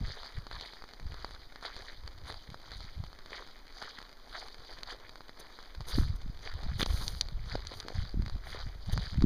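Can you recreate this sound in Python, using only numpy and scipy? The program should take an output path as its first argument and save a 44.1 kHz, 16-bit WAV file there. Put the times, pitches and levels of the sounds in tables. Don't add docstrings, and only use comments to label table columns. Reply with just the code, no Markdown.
import sys
import numpy as np
from scipy import signal
from scipy.fft import rfft, irfft, next_fast_len
from scipy.io import wavfile
from scipy.ndimage import uniform_filter1d

SR = 44100
rng = np.random.default_rng(int(sys.argv[2]) if len(sys.argv) > 2 else 0)


def store_pcm(level_fs):
    pcm = np.round(np.clip(level_fs, -1, 1) * 32767).astype(np.int16)
    wavfile.write(sys.argv[1], SR, np.atleast_2d(pcm).T)


N = 407925
TIME = np.arange(N) / SR

RAIN_SPECTRUM = [(30, 28.5), (100, -12.5), (250, 7), (500, 3.5), (1200, 0.5), (2200, -4), (3200, -8.5),
                 (4700, -1), (6000, -8.5), (7500, -18), (9500, -17), (15000, -18.5)]
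# freq_hz, gain_db
CLOTH_SPECTRUM = [(200, 26.5), (600, -6), (1800, 3), (3000, 6), (4000, 6), (5000, -17), (7000, -30)]
# freq_hz, gain_db
NYLON_SPECTRUM = [(500, -4.5), (2500, -14.5), (4600, -4), (6200, -6), (7600, -18), (9500, -9), (12200, -14),
                  (13300, -21), (15000, -19.5)]
# freq_hz, gain_db
CRUNCH_SPECTRUM = [(100, -10), (350, -7), (900, -4), (1800, -1), (2500, -5.5), (3500, 1.5), (6000, -41)]
# freq_hz, gain_db
GRIT_SPECTRUM = [(1200, -40), (2500, -16.5), (3500, -4.5), (4700, 0), (5300, -8.5), (6300, -13.5),
                 (7500, -17.5), (9500, -20), (13000, -30)]
# freq_hz, gain_db
SHIVER_SPECTRUM = [(200, 20), (600, 0.5), (1800, 19.5), (3200, 10), (4700, 26), (6000, -1), (9000, -13)]
# freq_hz, gain_db
SPRAY_SPECTRUM = [(1000, -50.5), (3000, -4.5), (4600, 4), (6300, -26), (8000, -37.5), (14000, -53)]
# time_s, level_db
BREEZE_LEVELS = [(0, -51), (.8, -61), (1.15, -50), (1.58, -66), (1.78, -52), (2.35, -46.5), (2.65, -57.5),
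                 (3.0, -51), (4.1, -62.5), (4.6, -50.5), (5.65, -59), (5.9, -42), (6.4, -44.5),
                 (6.7, -37.5), (7.55, -42.5), (7.77, -58), (8.0, -41.5), (9.25, -44.5)]
# peak_s, length_s (decay time constant), level_db
GUST_EVENTS = [(0.035, 0.048, -38.5), (0.382, 0.024, -42.5), (0.548, 0.043, -48), (1.067, 0.044, -44),
               (1.27, 0.18, -56), (2.05, .05, -51), (2.257, 0.049, -54), (2.5, 0.021, -48.5),
               (2.783, 0.1, -50.5), (3.011, 0.046, -43), (5.797, 0.022, -40.5), (5.994, 0.051, -30.5),
               (6.124, 0.031, -36), (6.274, 0.026, -37.5), (6.541, 0.028, -41), (6.714, 0.069, -39.5),
               (6.934, 0.051, -34.5), (7.168, 0.15, -49), (7.362, 0.025, -46), (7.55, 0.2, -48),
               (7.987, 0.038, -36), (8.193, 0.042, -31.5), (8.357, 0.033, -39.5), (8.69, .1, -45.5),
               (8.945, 0.06, -34.5), (9.24, 0.074, -27)]
# start_s, pitch_hz, level_db
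DULL_BUMPS = [(7.717, 454, -25.5), (7.85, 314, -28.5), (7.863, 430, -28), (7.878, 400, -32),
              (7.904, 530, -23), (7.922, 530, -27), (8.142, 260, -21), (9.222, 240, -13)]
# start_s, level_db
FRAME_CLICKS = [(6.829, -29), (6.8604, -32.5), (7.0801, -25), (7.211, -18.5), (7.6705, -33),
                (7.8014, -33.5)]
# pitch_hz, level_db, t60_s
FRAME_MODES = [(3880, -2, 0.0028), (4270, -2.5, 0.0078), (4710, 1, 0.0068), (5760, -3, 0.0069),
               (9400, -19.5, 0.01), (12300, -28, .003)]
# centre_s, level_db
CANOPY_FLEXES = [(6.798, -32.5), (6.809, -51), (6.817, -31), (6.83, -24.5)]
# start_s, length_s, level_db
SLEEVE_STROKES = [(5.39, 0.022, -44.5), (5.865, 0.063, -42), (5.907, 0.16, -49), (6.15, 0.023, -55),
                  (6.776, 0.067, -40), (6.848, 0.16, -48), (6.92, 0.25, -46), (7.146, 0.072, -55),
                  (7.726, 0.1, -54.5), (8.438, 0.11, -55.5), (8.916, 0.028, -43.5)]
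# heel_s, heel_length_s, crunch_db, grit_db, roll_delay_s, roll_re_heel_db
FOOTFALLS = [(0.16, 0.15, -53.5, -53, 0.082, -1), (0.62, 0.091, -53.5, -50, 0.057, -9),
             (1.23, 0.13, -57, -57.5, 0.12, -4), (1.66, 0.029, -48, -46, 0.17, -7),
             (2.292, 0.032, -52, -47, 0.15, -12.5), (2.79, 0.17, -61, -54.5, .15, -24),
             (3.358, 0.054, -48.5, -49.5, 0.12, -13.5), (3.851, 0.089, -52, -50.5, 0.078, -13),
             (4.391, 0.081, -51, -48.5, 0.32, -6), (4.91, 0.033, -50.5, -49, 0.13, -15),
             (5.45, 0.072, -60.5, -60.5, 0.14, -1.5), (5.96, 0.082, -52, -47, 0.12, -27),
             (6.468, 0.047, -49.5, -50, 0.18, -7.5), (6.96, 0.22, -56, -51, 0.2, -15),
             (7.532, 0.07, -52.5, -52, 0.21, -4.5), (8.0, 0.075, -53, -50.5, 0.32, -15),
             (8.542, 0.073, -49.5, -50.5, 0.076, -9.5), (8.94, 0.081, -54.5, -49.5, 0.13, -1)]
# start_s, thud_db, thud_pitch_hz, tick_db
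FAT_DROPS = [(0.468, -35, 1310, -39), (0.513, -32, 1500, -43), (0.611, -46, 1110, -32),
             (0.822, -36.5, 1370, -62), (0.84, -37, 1220, -50), (0.89, -43, 2100, -44),
             (0.936, -42, 1590, -41), (1.143, -40, 1150, -40), (1.246, -27, 1070, -51),
             (1.559, -33.5, 1650, -46), (1.627, -38.5, 1090, -39), (2.077, -38.5, 1740, -35.5),
             (2.3, -35, 1110, -50), (2.544, -33.5, 1210, -47), (2.718, -42, 1900, -39),
             (3.039, -38, 1050, -44), (3.13, -40, 1280, -43.5), (3.825, -38, 910, -32),
             (3.988, -35, 2010, -49), (4.484, -57, 1670, -39), (4.833, -53, 1940, -30.5),
             (5.157, -37, 1440, -61), (5.207, -37.5, 1180, -63), (5.294, -37, 1610, -65),
             (5.589, -36.5, 1290, -47), (5.807, -36, 1060, -41), (5.986, -29, 1250, -42),
             (6.219, -50, 1240, -42.5), (6.808, -20.5, 1890, -32), (6.862, -28.5, 1000, -27),
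             (7.554, -23, 620, -50), (7.884, -31.5, 1440, -32.5), (8.262, -34, 1930, -40),
             (8.298, -37, 1370, -41), (8.977, -26.5, 1450, -33), (9.223, -30, 1310, -32.5)]
# freq_hz, width_hz
RESPONSE_DIPS = [(2720, 570), (5490, 760), (7850, 1670), (10930, 1200)]

TOP_HZ = 15400
ROLL_S = 0.1
SHIFT_CRUNCH_DB, SHIFT_GRIT_DB = -69.5, -70
GUST_RISE = 0.92
GUST_SWELL_DB, BREEZE_FLUTTER_DB = 2.5, -12


def undb(db):
    return 10 ** (np.asarray(db) / 20)


def unit(x):
    return x / np.sqrt(np.mean(x ** 2))


def colour(x, points):
    hz, db = np.transpose(points)
    size = next_fast_len(len(x) + SR // 4)
    bins = np.maximum(np.arange(size // 2 + 1) * SR / size, 1)
    gain = undb(np.interp(np.log(bins), np.log(hz), db))
    cepstrum = irfft(np.log(gain), size)
    cepstrum[size // 2:] = 0
    response = np.exp(2 * rfft(cepstrum))
    return unit(irfft(rfft(x, size) * response, size)[:len(x)])


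def add(out, s, sound):
    i = max(int(s * SR), 0)
    part = out[i:i + len(sound)]
    part += sound[:len(part)]


def surge(s, rise, fall):
    return np.exp(-np.where(TIME < s, ((TIME - s) / rise) ** 2, (TIME - s) / fall))


def ring(t, hz, t60):
    wave = np.sin(2 * np.pi * hz * t) * np.exp(-np.log(1000) * t / t60)
    return wave / np.abs(wave).max()


def grains(rate, spread_db):
    when, size, side = rng.random((int(rate * N / SR), 3)).T
    gain = undb(spread_db * np.minimum(-np.log(size), np.pi))
    return np.bincount((when * N).astype(int), gain * np.sign(side - .5), N)


def pebbles(spectrum, pitches, rate, spread_db, q, patchy_db):
    knocks, moments = 0, np.arange(0, N / SR, 1 / 40)
    for hz in pitches:
        activity = rng.uniform(-1.8, 1, len(moments))
        flurry = undb(patchy_db * np.interp(TIME, moments, activity))
        resonator = signal.iirpeak(hz, q, fs=SR)
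        knocks += signal.lfilter(*resonator, flurry * grains(rate, spread_db)) / np.sqrt(hz)
    return colour(knocks, spectrum)


def moor():
    return colour(grains(rate=10000, spread_db=0), RAIN_SPECTRUM) * undb(-53)


def eddies(strength, hz, octaves, rise, size, count):
    x = np.zeros(N)
    for when, scale, weight, side in rng.random((count, 4)):
        speed = (strength[int(when * N)] / strength.max()) ** rise
        pace = hz * 2 ** (octaves * (scale - .5)) * speed
        turn = np.pi * pace * np.arange(-SR // pace, SR // pace) / SR
        lump = (1 - 2 * turn ** 2) * np.exp(-turn ** 2)
        height = np.sign(side - .5) * np.log(1 - weight) * undb(-6.0 * scale)
        add(x, when * N / SR - 1 / pace, height * lump)
    x = unit(x)
    return strength * x / np.sqrt(uniform_filter1d(x ** 2, size) + 0.0029)


def wind():
    breeze = undb(np.interp(TIME, *np.transpose(BREEZE_LEVELS)))
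    gusts = sum(undb(db) * surge(s, GUST_RISE * length, length) for s, length, db in GUST_EVENTS)
    large = np.hypot(breeze, undb(GUST_SWELL_DB) * gusts)
    small = np.hypot(gusts, undb(BREEZE_FLUTTER_DB) * breeze)
    swell = eddies(large, hz=23.0, octaves=1.33, rise=0.16, size=SR // 8, count=450)
    flutter = eddies(small, hz=106, octaves=2.26, rise=0.18, size=SR // 20, count=2200)
    return undb(-1.0) * swell + undb(6.5) * flutter


def dull_bumps():
    out, t = np.zeros(N), np.arange(SR // 8) / SR
    for s, hz, db in DULL_BUMPS:
        push = np.tanh(1.6 * hz * t)
        add(out, s, undb(db) * ring(t, hz, 2.6 / hz) * push)
    return out


def frame():
    out, t = np.zeros(N), np.arange(SR // 16) / SR
    push = np.tanh(t / 0.0001) ** 2
    click = push * sum(undb(db) * ring(t, hz, t60) for hz, db, t60 in FRAME_MODES)
    fade = np.exp(-np.log(1000) * t / 0.028)
    for s, db in FRAME_CLICKS:
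        rattle = undb(-22) * colour(rng.standard_normal(len(t)), SPRAY_SPECTRUM) * fade
        add(out, s, undb(db + 5.5) * (click + rattle))
    return out


def crumple():
    flex = sum(undb(db) * np.exp(-((TIME - s) / 0.0039) ** 2) for s, db in CANOPY_FLEXES)
    pitches = (543, 1190, 1600, 3270, 3750, 4400)
    return flex * pebbles(CLOTH_SPECTRUM, pitches, rate=900, spread_db=6.0, q=3.5, patchy_db=0.5)


def sleeve():
    speed = 0
    for s, length, db in SLEEVE_STROKES:
        speed = speed + undb(db) * np.sin(np.pi * np.clip((TIME - s) / length, 0, 1))
    return speed * colour(grains(rate=4000, spread_db=4.5), NYLON_SPECTRUM) * undb(-1.0)


def boots():
    crunch, grit = undb(SHIFT_CRUNCH_DB) ** 2, undb(SHIFT_GRIT_DB) ** 2
    for s, length, crunch_db, grit_db, delay, roll_db in FOOTFALLS:
        heel = surge(s, length, length)
        roll = undb(roll_db) * surge(s + delay, ROLL_S, ROLL_S)
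        load = heel ** 2 + roll ** 2
        crunch = crunch + load * undb(crunch_db) ** 2
        grit = grit + load * undb(grit_db) ** 2
    stone_hz = (441, 702, 1035, 1350, 1840, 2170)
    sand_hz = (3060, 3890, 4810, 6070, 10300)
    stones = pebbles(CRUNCH_SPECTRUM, stone_hz, rate=300, spread_db=5.0, q=3.5, patchy_db=10) * undb(4.5)
    sand = pebbles(GRIT_SPECTRUM, sand_hz, rate=650, spread_db=5.0, q=5.4, patchy_db=6) * undb(3.0)
    return np.sqrt(crunch) * stones + np.sqrt(grit) * sand


def strike(rows, cycles, tick_hz, tick_t60, snap_db, shiver_db, shiver_t60):
    out, t = np.zeros(N), np.arange(SR // 32) / SR
    shiver = colour(rng.standard_normal(SR), SHIVER_SPECTRUM)
    spray = colour(rng.standard_normal(SR), SPRAY_SPECTRUM)
    fade = undb(shiver_db) * np.exp(-np.log(1000) * t / shiver_t60)
    snap = undb(snap_db) * ring(t, 3500, 0.0018)
    for (s, thud_db, hz, tick_db), (tune, place) in zip(rows, rng.random((len(rows), 2))):
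        stretch = int(place * (SR - len(t))) + np.arange(len(t))
        thud = ring(t, hz, cycles / hz) + fade * shiver[stretch]
        tick = ring(t, tick_hz * (1 + 0.09 * (tune - .5)), tick_t60) + snap + fade * spray[stretch]
        add(out, s, -undb(thud_db) * thud - undb(tick_db) * tick)
    return signal.sosfilt(signal.butter(2, 10000, fs=SR, output="sos"), out)


def drizzle(count=640):
    when, size, place, sharp = rng.random((count, 4)).T
    db = -51 + 5.42 * np.minimum(-np.log(size), np.pi)
    hz = 750 * 2 ** (1.62 * place)
    tick_db = db - 10 + 14 * (sharp - .5)
    rows = np.column_stack([when * N / SR, db, hz, tick_db])
    return strike(rows, cycles=0.71, tick_hz=4170, tick_t60=0.0024, snap_db=-1, shiver_db=-11.5, shiver_t60=0.021)


def big_taps():
    taps = strike(FAT_DROPS, cycles=3.5, tick_hz=4430, tick_t60=0.004,
                  snap_db=-4, shiver_db=-14, shiver_t60=0.022)
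    return undb(4.5) * taps


def scene():
    background = moor() + wind()
    incidents = dull_bumps() + frame() + crumple() + sleeve()
    drops = drizzle() + big_taps()
    return (background + incidents + boots() + drops)[None]


def record(dry):
    for hz, width in RESPONSE_DIPS:
        dry = signal.lfilter(*signal.iirnotch(hz, hz / width, fs=SR), dry)
    return signal.sosfilt(signal.ellip(10, .2, 70, TOP_HZ, fs=SR, output="sos"), dry)


dry = scene()
out = record(dry)
store_pcm(out)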